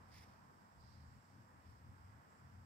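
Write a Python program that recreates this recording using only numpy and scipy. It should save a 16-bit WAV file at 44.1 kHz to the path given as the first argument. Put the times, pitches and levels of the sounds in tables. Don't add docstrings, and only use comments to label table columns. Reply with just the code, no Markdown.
import sys
import numpy as np
from scipy import signal
from scipy.fft import rfft, irfft, next_fast_len
from scipy.io import wavfile
from scipy.ndimage import uniform_filter1d

SR = 44100
rng = np.random.default_rng(int(sys.argv[2]) if len(sys.argv) > 2 else 0)


def volts_from_db(level):
    exponent = np.asarray(level, float) / 20
    return 10 ** exponent


def generate_wav(sig):
    pcm = np.round(np.clip(np.atleast_2d(sig).T, -1, 1) * 32767).astype(np.int16)
    wavfile.write(sys.argv[1], SR, pcm)


N = 116865
T = np.arange(N) / SR
FFT_LEN = next_fast_len(N)
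F = np.maximum(np.fft.rfftfreq(FFT_LEN, 1 / SR), 1)


def on_hz(table, column):
    points = np.array(table)
    return np.interp(np.log(F), np.log(points[:, 0]), points[:, column])


def to_time(spec):
    return irfft(spec, FFT_LEN)[:, :N]


def walk(rate_hz):
    hold = max(int(SR / rate_hz), 1)
    steps = np.repeat(rng.standard_normal(N)[:N // hold + 1], hold)
    slewed = uniform_filter1d(uniform_filter1d(steps, hold), hold)
    return 1.42 * slewed[:N]


def pair(alike, lag_s=0., envelope=1):
    same, left, right = rfft(rng.standard_normal((3, N)) * envelope, FFT_LEN)
    share = np.clip(alike, 0, 1)
    arrival = np.array([np.exp(-2j * np.pi * F * lag_s), np.ones_like(F)])
    return np.sqrt(share) * same * arrival + np.sqrt(1 - share) * np.array([left, right])


def colour(spec, table):
    skirt = np.minimum(F / table[0][0], 1) ** 4 * np.minimum(table[-1][0] / F, 1) ** 4
    sides_db = np.array([on_hz(table, 1), on_hz(table, 2)])
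    return spec * volts_from_db(sides_db) * skirt * np.sqrt(SR / 2)


def flicker(spec, lo_hz, hi_hz, slow_db, quick_db):
    swell = walk(2.2)
    octave = np.log2(np.clip(F, lo_hz, hi_hz) / lo_hz)
    out = 0
    for k in range(int(np.ceil(octave.max())) + 1):
        band = to_time(spec * np.maximum(1 - abs(octave - k), 0))
        out = out + band * volts_from_db(slow_db * swell + quick_db * walk(8.92))
    return out


def swells(rows):
    out = 0
    for start_s, end_s, rise_s, fall_s, db in rows:
        flank = np.maximum(start_s - T, 0) / rise_s + np.maximum(T - end_s, 0) / fall_s
        out = out + volts_from_db(db) * np.exp(-.5 * flank ** 2)
    return out


def wind():
    # start in s, end in s, level in dB, extra level of the upper resonances in dB,
    # pitch of the main resonance in Hz.
    gusts = [(0, 0.305, -68, 0, 87), (0.327, 0.504, -81, 6, 99.5), (0.784, 0.963, -67, 1.5, 85),
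             (0.96, 1.117, -61, 2.5, 82.4), (1.123, 1.189, -59, -1.5, 103.3), (1.29, 1.345, -75, 5, 99.3),
             (1.343, 1.427, -66, 9.5, 104), (1.546, 1.596, -63, 3, 95.5), (1.66, 1.78, -60.5, 0, 84.56),
             (1.8, 1.85, -64.5, -2, 88), (1.854, 1.96, -57, -2, 96.3), (1.988, 2.099, -60.5, -6.5, 90.5),
             (2.117, 2.199, -66, 4.5, 94.8), (2.427, 2.492, -58.5, -0.5, 94.2),
             (2.523, 2.629, -60, -1, 88.4)]
    # resonance in Hz, width in Hz, level in dB, upper share [0-1], steadiness [0-1].
    hollows = [(56.3, 41, -12.5, 0.1, 0.7), (87.15, 17, -3, 0.01, 0.9), (119.7, 35, -7.5, 0.6, 1),
               (203, 56, -12.5, 1.1, 0.7), (262.7, 60, -21.5, 0.98, 0.6)]
    edge_s, lull_db, main_hz = 0.012, -72.5, 88
    alike, pan_db, flutter_db = 0.95, 1.85, 1.3

    gates = []
    for start_s, end_s, *_ in gusts:
        opening = 1 / (1 + np.exp((start_s - T) / edge_s))
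        gates.append(opening / (1 + np.exp((T - end_s) / edge_s)))
    bend = sum(gate * (row[4] / main_hz - 1) for gate, row in zip(gates, gusts))

    out = 0
    for hz, width_hz, db, upper, steady in hollows:
        ring = 2 / (1 + (2 * (F - hz) / width_hz) ** 2)
        tone = np.fft.ifft(pair(alike) * ring, FFT_LEN)[:, :N]
        bend_hz = np.clip(1 - upper, 0, 1) * hz * bend
        tone = tone * np.exp(2j * np.pi * np.cumsum(bend_hz) / SR)
        envelope = abs(tone.mean(axis=0)).clip(tone.std() / 2)
        drum = (tone / envelope ** np.clip(steady, 0, 1)).real
        level = volts_from_db(lull_db)
        for gate, row in zip(gates, gusts):
            level = level + gate * volts_from_db(row[2] + upper * row[3])
        out = out + drum / drum.std() * level * volts_from_db(db + flutter_db * walk(14))
    return out * volts_from_db(np.array([[.5], [-.5]]) * pan_db)


def rustles():
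    # frequency in Hz, left level in dB per Hz, right level in dB per Hz.
    cloth_tone = [(1200, -112, -110), (2170, -100, -100), (2780, -109, -111), (3650, -106, -114),
                  (4670, -122, -111), (6100, -114, -114), (10100, -114, -113), (13500, -120, -116)]
    brush_tone = [(2600, -130, -130), (3560, -123, -121), (4140, -122, -110), (5100, -123, -117),
                  (5440, -124, -119), (6940, -134, -128)]
    # full from in s, full until in s, rise in s, fall in s, level in dB.
    cloth_moves = [
        (.13, 0.24, 0.033, 0.01, -4.5),
        (.18, 0.23, 0.016, 0.012, -8),
        (0.118, 0.115, 0.00087, .002, -1),
        (0.183, 0.183, 0.00072, 0.002, -6),
        (0.14, 0.2, .0008, .002, -10.5),
        (0.233, 0.229, .001, .003, -5),
        (0.28, 0.313, 0.027, 0.038, -10),
        (1.67, 1.7, 0.026, .03, -13),
    ]
    brush_moves = [
        (.81, 0.838, .008, 0.016, -1),
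        (0.883, 0.94, 0.022, 0.049, 2),
        (1.03, 1.11, 0.025, .05, -6.5),
        (1.67, 1.78, .02, .03, -8.5),
        (2.6, 2.65, 0.037, .05, -15),
        (0.287, .35, .02, .03, -10.5),
        (0.12, 0.2, 0.0076, 0.014, 3),
    ]

    cloth_drive = swells(cloth_moves) * volts_from_db(1.46 * walk(200))
    brush_drive = swells(brush_moves) * volts_from_db(0.17 * walk(99))
    cloth = colour(pair(0.71, -.000053, cloth_drive), cloth_tone)
    brush = colour(pair(0.51, .0003, brush_drive), brush_tone)
    return to_time(cloth + brush)


def ticks():
    # time in s, pitch in Hz, length in s, right level in dB, left minus right in dB.
    calls = [
        (.812, 4810, 0.013, -83.5, -10),
        (2.387, 5280, 0.0016, -78, -12),
    ]
    bend = 1 + .008 * walk(300)
    out = 0
    for at_s, hz, length_s, db, pan_db in calls:
        tone = np.sin(2 * np.pi * hz * np.cumsum(bend) / SR)
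        pulse = np.exp(-.5 * ((T - at_s) / length_s) ** 2)
        out = out + volts_from_db(db + np.array([[pan_db], [0]])) * pulse * tone
    return out


def road():
    # frequency in Hz, left level in dB per Hz, right level in dB per Hz,
    # share arriving from one side [0-1].
    tyres = [(57.3, -100, -101, 1), (200, -92.5, -94, 0.73), (385, -103, -105, 0.66),
             (666, -101, -102, 0.3), (938, -99, -95, 0.4), (1313, -99, -99, 0.61), (1862, -111, -103, .15),
             (2830, -124, -120, 0.041)]
    # time in s, level in dB.
    traffic = [(0, -74.5), (.25, -76), (.7, -77.5), (1.05, -77.5), (1.2, -77.5), (1.55, -76.5),
               (1.85, -78.5), (2.3, -77), (2.65, -79.5)]
    lag_s, ref_db = -0.0004, -77

    noise = colour(pair(on_hz(tyres, 3), lag_s), tyres)
    hum = flicker(noise, 84, 2500, slow_db=0.69, quick_db=0.77)
    return hum * volts_from_db(np.interp(T, *np.array(traffic).T) - ref_db)


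def trees():
    # frequency in Hz, left level in dB per Hz, right level in dB per Hz.
    leaf_tone = [(1490, -120, -120), (2250, -117, -115), (3160, -121, -119), (4130, -126, -122),
                 (6950, -128, -126), (8300, -138, -138)]
    chorus_tone = [(5860, -140, -135), (7200, -127, -119), (7650, -123, -115), (8500, -124, -119),
                   (8950, -128, -122), (9070, -150, -150)]
    buzz_tone = [(6970, -132, -130), (7070, -121, -113), (7700, -124, -118), (8000, -123, -113),
                 (8400, -134, -128)]
    # full from in s, full until in s, rise in s, fall in s, level in dB.
    buzz_times = [
        (1.08, 1.27, .03, 0.049, -1),
        (2.295, 2.4, .012, 0.012, 2),
        (0.65, 0.91, .02, .02, -6),
    ]

    leaves = flicker(colour(pair(0.07), leaf_tone), 2000, 8700, slow_db=0.26, quick_db=1.0)
    chorus = colour(pair(0.021, envelope=volts_from_db(0.27 * walk(5.6))), chorus_tone)
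    buzz = colour(pair(0.34, envelope=swells(buzz_times)), buzz_tone)
    return leaves + to_time(chorus + buzz)


def scene():
    return wind() + rustles() + ticks() + road() + trees()


def low_pass(x):
    return signal.sosfilt(signal.butter(12, 15720, fs=SR, output="sos"), x)


def record(dry):
    # frequency in Hz, left level in dB per Hz, right level in dB per Hz.
    hiss = [(2920, -132, -132), (10000, -131, -129), (11000, -129, -127), (12900, -125, -125),
            (15600, -128, -129)]
    port_hz, port_width_hz, port_db = 5203, 1380, 11
    low_cut_hz, top_hz = 45, 15800

    port = volts_from_db(port_db / (1 + (2 * (F - port_hz) / port_width_hz) ** 4))
    low_cut = 1 / np.sqrt(1 + (low_cut_hz / F) ** 8)
    spec = rfft(dry, FFT_LEN) * np.array([np.ones_like(F), port]) * low_cut
    spec = spec + colour(pair(0.012), hiss)
    return low_pass(to_time(spec * (F < top_hz)))


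dry = scene()
out = record(dry)
generate_wav(out)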